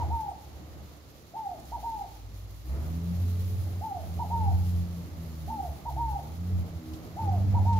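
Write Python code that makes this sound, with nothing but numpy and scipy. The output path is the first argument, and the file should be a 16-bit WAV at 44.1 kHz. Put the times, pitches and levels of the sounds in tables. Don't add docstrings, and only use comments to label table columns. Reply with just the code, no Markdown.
import sys
import numpy as np
from scipy import signal
from scipy.fft import rfft, irfft
from scipy.io import wavfile
from scipy.ndimage import uniform_filter1d

SR = 44100
rng = np.random.default_rng(int(sys.argv[2]) if len(sys.argv) > 2 else 0)


def store_wav(level_fs):
    pcm = np.round(np.clip(np.atleast_2d(level_fs), -1, 1) * 32767)
    wavfile.write(sys.argv[1], SR, pcm.T.astype(np.int16))


N = 343539
TIME_S = np.arange(N) / SR
FREQ_HZ = np.fft.rfftfreq(N, 1 / SR) + 1e-6

# t/s, length factor, pitch factor, level/dB, added rise/Hz
FIRST_COO_NOTES = [(1.334, 1.03, 1.002, -32.9, 10), (3.807, 0.94, 1.001, -32.4, -13),
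                   (5.472, 1.01, 1.005, -32.1, 1), (7.159, 1.04, 1.004, -31.8, -2)]
CUT_NOTES = [(-0.015, 0.97, 0.998, -29.4, -1), (1.716, 1.0, 1.001, -31.4, 0),
             (4.187, 0.97, 1.003, -29.4, 0), (5.851, 0.98, 1.014, -31.3, -12),
             (7.539, 1.0, 1.01, -29.5, -8)]
LAST_COO_NOTES = [(0.1, 0.95, 1.001, -31.5, 12), (1.828, 0.95, 1.004, -32.5, 6),
                  (4.3, 0.96, 1.013, -30.4, -13), (5.963, 1.01, 1.015, -30.8, -9),
                  (7.65, 1.01, 1.006, -30.4, 5)]
# t/s from onset, f/Hz, relative level/dB
FIRST_COO_CONTOUR = [(0.0, 561.3, -16), (0.012, 780.5, -5), (0.035, 903.4, -1.4), (0.055, 891.6, -2),
                     (0.085, 859, -5.5), (0.121, 785.5, 1.4), (0.16, 727, -4.5), (0.195, 685.2, -10.5),
                     (0.217, 616, -7)]
CUT_CONTOUR = [(0.0, 613, -9.1), (0.01, 902, -2.3), (0.022, 968, -3.5), (0.04, 916, 0.6),
               (0.054, 770, -7.3), (0.068, 557, -16.4)]
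LAST_COO_CONTOUR = [(0.0, 657, -3.5), (0.013, 895, -3), (0.035, 929, 1.5), (0.07, 912, 2), (0.12, 877, -3),
                    (0.162, 815, -2), (0.194, 786, -3), (0.22, 729, -11.5), (0.237, 644, -11)]
# delay/ms, level/dB, right-ear lag/ms
REFLECTIONS = [(4.41, -9.9, -0.39), (9.97, -10.4, -0.13), (12.69, -8.7, -0.07), (16.28, -13.7, 0.01),
               (16.94, -11.6, -0.65), (17.97, -11.4, 0.03), (21.33, -16.0, 0.04), (25.24, -15.0, -0.02),
               (29.04, -15.0, -0.03), (34.74, -11.7, -0.05), (39.62, -12.5, -0.15), (45.35, -19.1, -0.19),
               (45.75, -16.1, -0.03), (54.01, -19.2, -0.23), (58.85, -15.6, -0.19), (59.28, -17.9, -0.13),
               (67.53, -10.7, -0.05), (68.06, -9.7, -0.05)]

# t/s, f/Hz
FIRING_RATE = [(0, 83.2), (.37, 71.2), (.7, 77), (1.06, 70.9), (1.6, 67.23), (2.2, 54.4), (2.58, 54.4),
               (2.88, 81.87), (3.19, 89.2), (3.47, 92.5), (3.8, 90.76), (4.06, 84.2), (4.45, 90.37),
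               (4.81, 88.4), (5.23, 82.56), (6.12, 65.83), (6.31, 81.66), (6.51, 91.7), (6.75, 82.93),
               (6.98, 80.36), (7.24, 93.1), (7.46, 98.2), (7.79, 96.2)]
# t/s, level/dB
FIRING_LEVEL = [(0.0, -32.5), (0.15, -31.5), (0.22, -49.5), (0.8, -46.5), (1.36, -62), (1.74, -43),
                (2.08, -50), (2.41, -41.5), (2.62, -47), (2.69, -32.5), (3.1, -36), (3.23, -29),
                (3.75, -34.5), (3.8, -31.5), (3.86, -48.5), (4.23, -32.5), (4.25, -37.5), (4.47, -27.5),
                (4.81, -29.5), (4.88, -40.5), (4.92, -36), (4.99, -41), (5.53, -40.5), (5.55, -46),
                (5.71, -34.5), (5.81, -57), (5.9, -35.5), (6.14, -33), (6.2, -47.5), (6.55, -29),
                (6.62, -32), (6.7, -50), (6.77, -36.5), (6.81, -56), (6.94, -38), (6.99, -53), (7.2, -41),
                (7.24, -31.5), (7.31, -28.5), (7.79, -25.5)]
SECOND_LEVEL = [(0.0, -56), (0.28, -50), (0.3, -78), (2.62, -55.5), (2.8, -46.5), (3.12, -33.5),
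                (3.27, -46), (3.3, -43.5), (3.95, -52.5), (4.32, -41), (4.99, -37), (5.12, -54),
                (5.19, -41.5), (5.84, -51), (5.97, -40.5), (6.31, -47.5), (6.49, -37), (6.96, -52.5),
                (7.46, -39.5), (7.79, -37.5)]
# multiple of cycle rate, relative level/dB
LOPE_LINES = [(2, -33), (4, -21), (5, -15), (7, -18.5), (8, -37), (9, -27.5)]
OVERTONE_LINES = [(14, -3), (15, -11), (16, -14.5), (18, -8.5), (21, -14), (24, -10), (28, -14),
                  (30, -20.5), (36, -19.5), (42, -14)]
# f/Hz, gain/dB
EXHAUST_RESPONSE = [(150, -13), (210, -8), (238, 6.5), (275, -4.5), (296, 4.5), (312, 8.5), (332, -9.5),
                    (400, -21), (428, 9), (455, -4), (700, -22)]
# t/s, length/s, f/Hz, level/dB
HUM_EVENTS = [(2.077, 0.64, 96.6, -44.5), (2.603, 0.27, 315.4, -52.5), (5.377, 0.285, 235.8, -48),
              (6.78, .25, 313, -44.5)]

# t/s, level/dB
ROAD_LEVEL = [(0.0, -52.5), (0.45, -62), (0.76, -57.5), (1.3, -65), (1.43, -60), (2.56, -64), (2.6, -66.5),
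              (2.75, -51.5), (3.01, -56), (3.43, -57), (5.88, -57.5), (6.68, -56), (6.72, -57.5),
              (7.57, -52.5), (7.72, -54.5), (7.79, -51)]
LEAF_LOW_LEVEL = [(0.0, -60), (0.39, -63), (1.28, -64), (1.84, -60.5), (2.4, -63), (3.32, -59), (3.92, -61),
                  (4.37, -58.5), (4.8, -59.5), (4.97, -61), (6.86, -62), (7.7, -59.5)]
LEAF_HIGH_LEVEL = [(0.0, -70.5), (0.15, -64), (0.37, -69.5), (1.28, -69.5), (1.8, -65), (2.19, -68),
                   (2.84, -63.5), (3.14, -63), (3.3, -62), (3.6, -61.5), (3.93, -64), (4.56, -61),
                   (5.16, -65), (5.62, -64), (6.72, -66.5), (7.79, -66)]
# f/Hz, relative density/dB
ROAD_SPECTRUM = [(20, -49), (40, 2), (60, 6), (100, 10.5), (160, 4), (250, -4.5), (320, 0), (420, -6.5),
                 (600, -5.5), (800, -9.5), (1100, -18.5), (1600, -26)]
AIR_SPECTRUM = [(700, -6.5), (1200, 6.5), (1600, -2.5), (2100, -1), (2800, -15), (4000, -18.5)]
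LEAF_LOW_SPECTRUM = [(1800, -2.5), (2600, 0.5), (3600, 1.5), (4150, 3), (4600, 1.5), (6000, -2), (7300, -2),
                     (7900, -11.5), (9000, -23)]
LEAF_HIGH_SPECTRUM = [(7000, -15), (8200, -14), (9300, -6.5), (11000, -3.5), (12400, -2), (14000, -2.5),
                      (15800, -6.5)]
# f/Hz, left minus right/dB
NOISE_BALANCE = [(60, -5.5), (160, -0.5), (300, -2), (1000, 0), (2300, -2.5), (4400, -2.5), (6500, -9.5),
                 (9000, 2.5), (13000, 1)]
# t/s, level/dB, length/s, centre/Hz, width/Hz
RUSTLE_EVENTS = [(.29, -65, .04, 8700, 700), (.962, -65, .025, 11000, 6000), (1.456, -63, .012, 9000, 7000),
                 (1.597, -55.5, .012, 10000, 10000), (1.652, -56, .01, 9000, 10000),
                 (2.655, -59, .015, 13000, 4000), (5.685, -59, .02, 13000, 3000),
                 (6.932, -53, .025, 4800, 4000), (7.29, -56, .01, 5500, 2000),
                 (7.726, -51, .03, 3800, 5000), (7.76, -53, .04, 3800, 5000)]


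def undb(db):
    return 10 ** (np.asarray(db) / 20)


def unit(x):
    return x / np.sqrt(np.mean(x ** 2))


def pan(db):
    return undb(np.array([[db], [-db]]) / 2)


def curve(table):
    return np.interp(TIME_S, *np.transpose(table))


def swing_db(table):
    db = curve(table)
    return db - db.mean()


def spectrum_gain(spectrum):
    hz, db = np.transpose(spectrum)
    return undb(np.interp(np.log(FREQ_HZ), np.log(hz), db))


def drift(rate_hz):
    hold = int(SR / rate_hz)
    steps = rng.standard_normal(N // 40)[np.arange(N) // max(hold, 40)]
    return 1.3 * uniform_filter1d(uniform_filter1d(steps, hold), hold)


def noise(spectrum, coherent_hz=900):
    mid, side = rfft(rng.standard_normal((2, N)))
    coherence = .75 / (1 + (FREQ_HZ / coherent_hz) ** 4)
    ears = mid * np.sqrt(1 + coherence) + np.array([[1], [-1]]) * side * np.sqrt(1 - coherence)
    rolloff = 1 / (1 + (FREQ_HZ / (2 * spectrum[-1][0])) ** 4)
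    balance = spectrum_gain(NOISE_BALANCE) ** np.array([[.5], [-.5]])
    return unit(irfft(ears * spectrum_gain(spectrum) * rolloff * balance, N))


def coos(notes, contour, edge_s=0.0032, waver=0.007):
    knots_s, hz, db = np.transpose(contour)
    end_s = knots_s[-1]
    tremor = 1 + waver * drift(120)
    out = np.zeros(N)
    for start_s, stretch, pitch, note_db, rise_hz in notes:
        contour_s = (TIME_S - start_s) / stretch
        on = (contour_s > 0) & (contour_s < end_s)
        contour_s = contour_s[on]
        note_hz = np.interp(contour_s, knots_s, hz) * pitch + rise_hz * contour_s / end_s
        phase = 2 * np.pi * np.cumsum(note_hz * tremor[on]) / SR
        gate = np.minimum(np.minimum(contour_s, end_s - contour_s) / edge_s, 1)
        out[on] += gate * undb(note_db + np.interp(contour_s, knots_s, db)) * np.sin(phase)
    return out


def dove():
    return (coos(FIRST_COO_NOTES, FIRST_COO_CONTOUR) + coos(CUT_NOTES, CUT_CONTOUR)
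            + coos(LAST_COO_NOTES, LAST_COO_CONTOUR))


def echoes(source, tail_db=-12.0, t60_s=0.5, build_s=0.13):
    t = TIME_S[:SR]
    tail = rng.standard_normal((2, SR)) * undb(-60 * t / t60_s) * np.minimum(t / build_s, 1) ** 3
    response = undb(tail_db) * unit(tail) / np.sqrt(SR)
    response[:, 0] += 1
    for delay_ms, db, lag_ms in REFLECTIONS:
        for ear, side in enumerate((-.5, .5)):
            response[ear, round((delay_ms + side * lag_ms) * 1e-3 * SR)] += undb(db)
    return signal.fftconvolve(source[None], response, axes=1)[:, :N]


def partial(crank_locked_phase, db, flutter_db=4.5, scatter=0.24):
    phase = crank_locked_phase + rng.uniform(0, 2 * np.pi)
    side = scatter * drift(11) * np.cos(phase)
    amplitude = np.sqrt(2) * undb(db + flutter_db * drift(18))
    return amplitude * (np.sin(phase) + np.array([side, -side]))


def engine(cylinders=6, wander=0.0032, expand=0.16, overtone_base_db=-55, overtone_follow=0.28):
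    firing_hz = curve(FIRING_RATE)
    phase = 2 * np.pi * np.cumsum(firing_hz * (1 + wander * drift(25.08))) / SR
    firing_db = curve(FIRING_LEVEL) + expand * swing_db(FIRING_LEVEL)
    second_db = curve(SECOND_LEVEL) + expand * swing_db(SECOND_LEVEL) - 2
    overtone_db = overtone_base_db + overtone_follow * (swing_db(ROAD_LEVEL) + swing_db(SECOND_LEVEL))
    out = partial(0.99 * phase, firing_db, flutter_db=0.6)
    out += partial(2 * phase, second_db, flutter_db=1.5) * pan(db=2.5)
    for order, db in LOPE_LINES:
        out += partial(order / cylinders * phase, firing_db + db)
    for order, db in OVERTONE_LINES:
        ratio = order / cylinders
        resonance_db = np.interp(ratio * firing_hz, *np.transpose(EXHAUST_RESPONSE))
        out += partial(ratio * phase, overtone_db + db + resonance_db)
    return out * pan(db=-1.15)


def road(base_db=-46.5, rumble_hz=170, rumble_follow=0.34, swell_db=1.5):
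    roar = noise(ROAD_SPECTRUM) * undb(swing_db(ROAD_LEVEL) + swell_db * drift(14))
    rumble = irfft(rfft(roar) / (1 + (FREQ_HZ / rumble_hz) ** 6), N)
    upper = roar - rumble
    return undb(base_db) * (upper + rumble * undb(rumble_follow * swing_db(FIRING_LEVEL)))


def air(base_db=-61.5, road_follow=0.75):
    return noise(AIR_SPECTRUM) * undb(base_db + road_follow * swing_db(ROAD_LEVEL))


def foliage(low_db=-59, high_db=-60, flicker_db=1.62, grain_db=1.5):
    jitter_db = flicker_db * drift(35) + grain_db * drift(900)
    low = noise(LEAF_LOW_SPECTRUM) * undb(low_db + swing_db(LEAF_LOW_LEVEL) + jitter_db / 2)
    high = noise(LEAF_HIGH_SPECTRUM) * undb(high_db + swing_db(LEAF_HIGH_LEVEL) + jitter_db)
    return low + high


def rustles(grain_db=3):
    out = np.zeros((2, N))
    for start_s, db, length_s, centre_hz, width_hz in RUSTLE_EVENTS:
        progress = (TIME_S - start_s) / length_s
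        on = (progress > 0) & (progress < 2)
        grains = rng.standard_normal((2, on.sum())) * undb(grain_db * rng.standard_normal(on.sum()))
        band_hz = [centre_hz - width_hz / 2, centre_hz + width_hz / 2]
        puff = signal.sosfilt(signal.butter(2, band_hz, "band", fs=SR, output="sos"), grains)
        rise = 4 * progress[on]
        out[:, on] += undb(db) * unit(puff) * rise * np.exp(1 - rise)
    return out


def hums(waver=0.0128):
    pitch = 1 + waver * drift(13)
    out = np.zeros(N)
    for start_s, length_s, hz, db in HUM_EVENTS:
        swell = np.sin(np.pi * np.clip((TIME_S - start_s) / length_s, 0, 1))
        phase = 2 * np.pi * np.cumsum(hz * pitch) / SR
        out += np.sqrt(2) * undb(db) * swell * np.sin(phase)
    return out


def scene(lag_samples=7):
    left, right = echoes(dove()) + engine() + road() + air() + foliage() + rustles() + hums()
    return np.array([left, np.pad(right, (lag_samples, 0))[:N]])


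def record(dry):
    cutoff_hz = 15600
    return signal.sosfilt(signal.ellip(10, .2, 80, cutoff_hz, fs=SR, output="sos"), dry)


dry = scene()
out = record(dry)
store_wav(out)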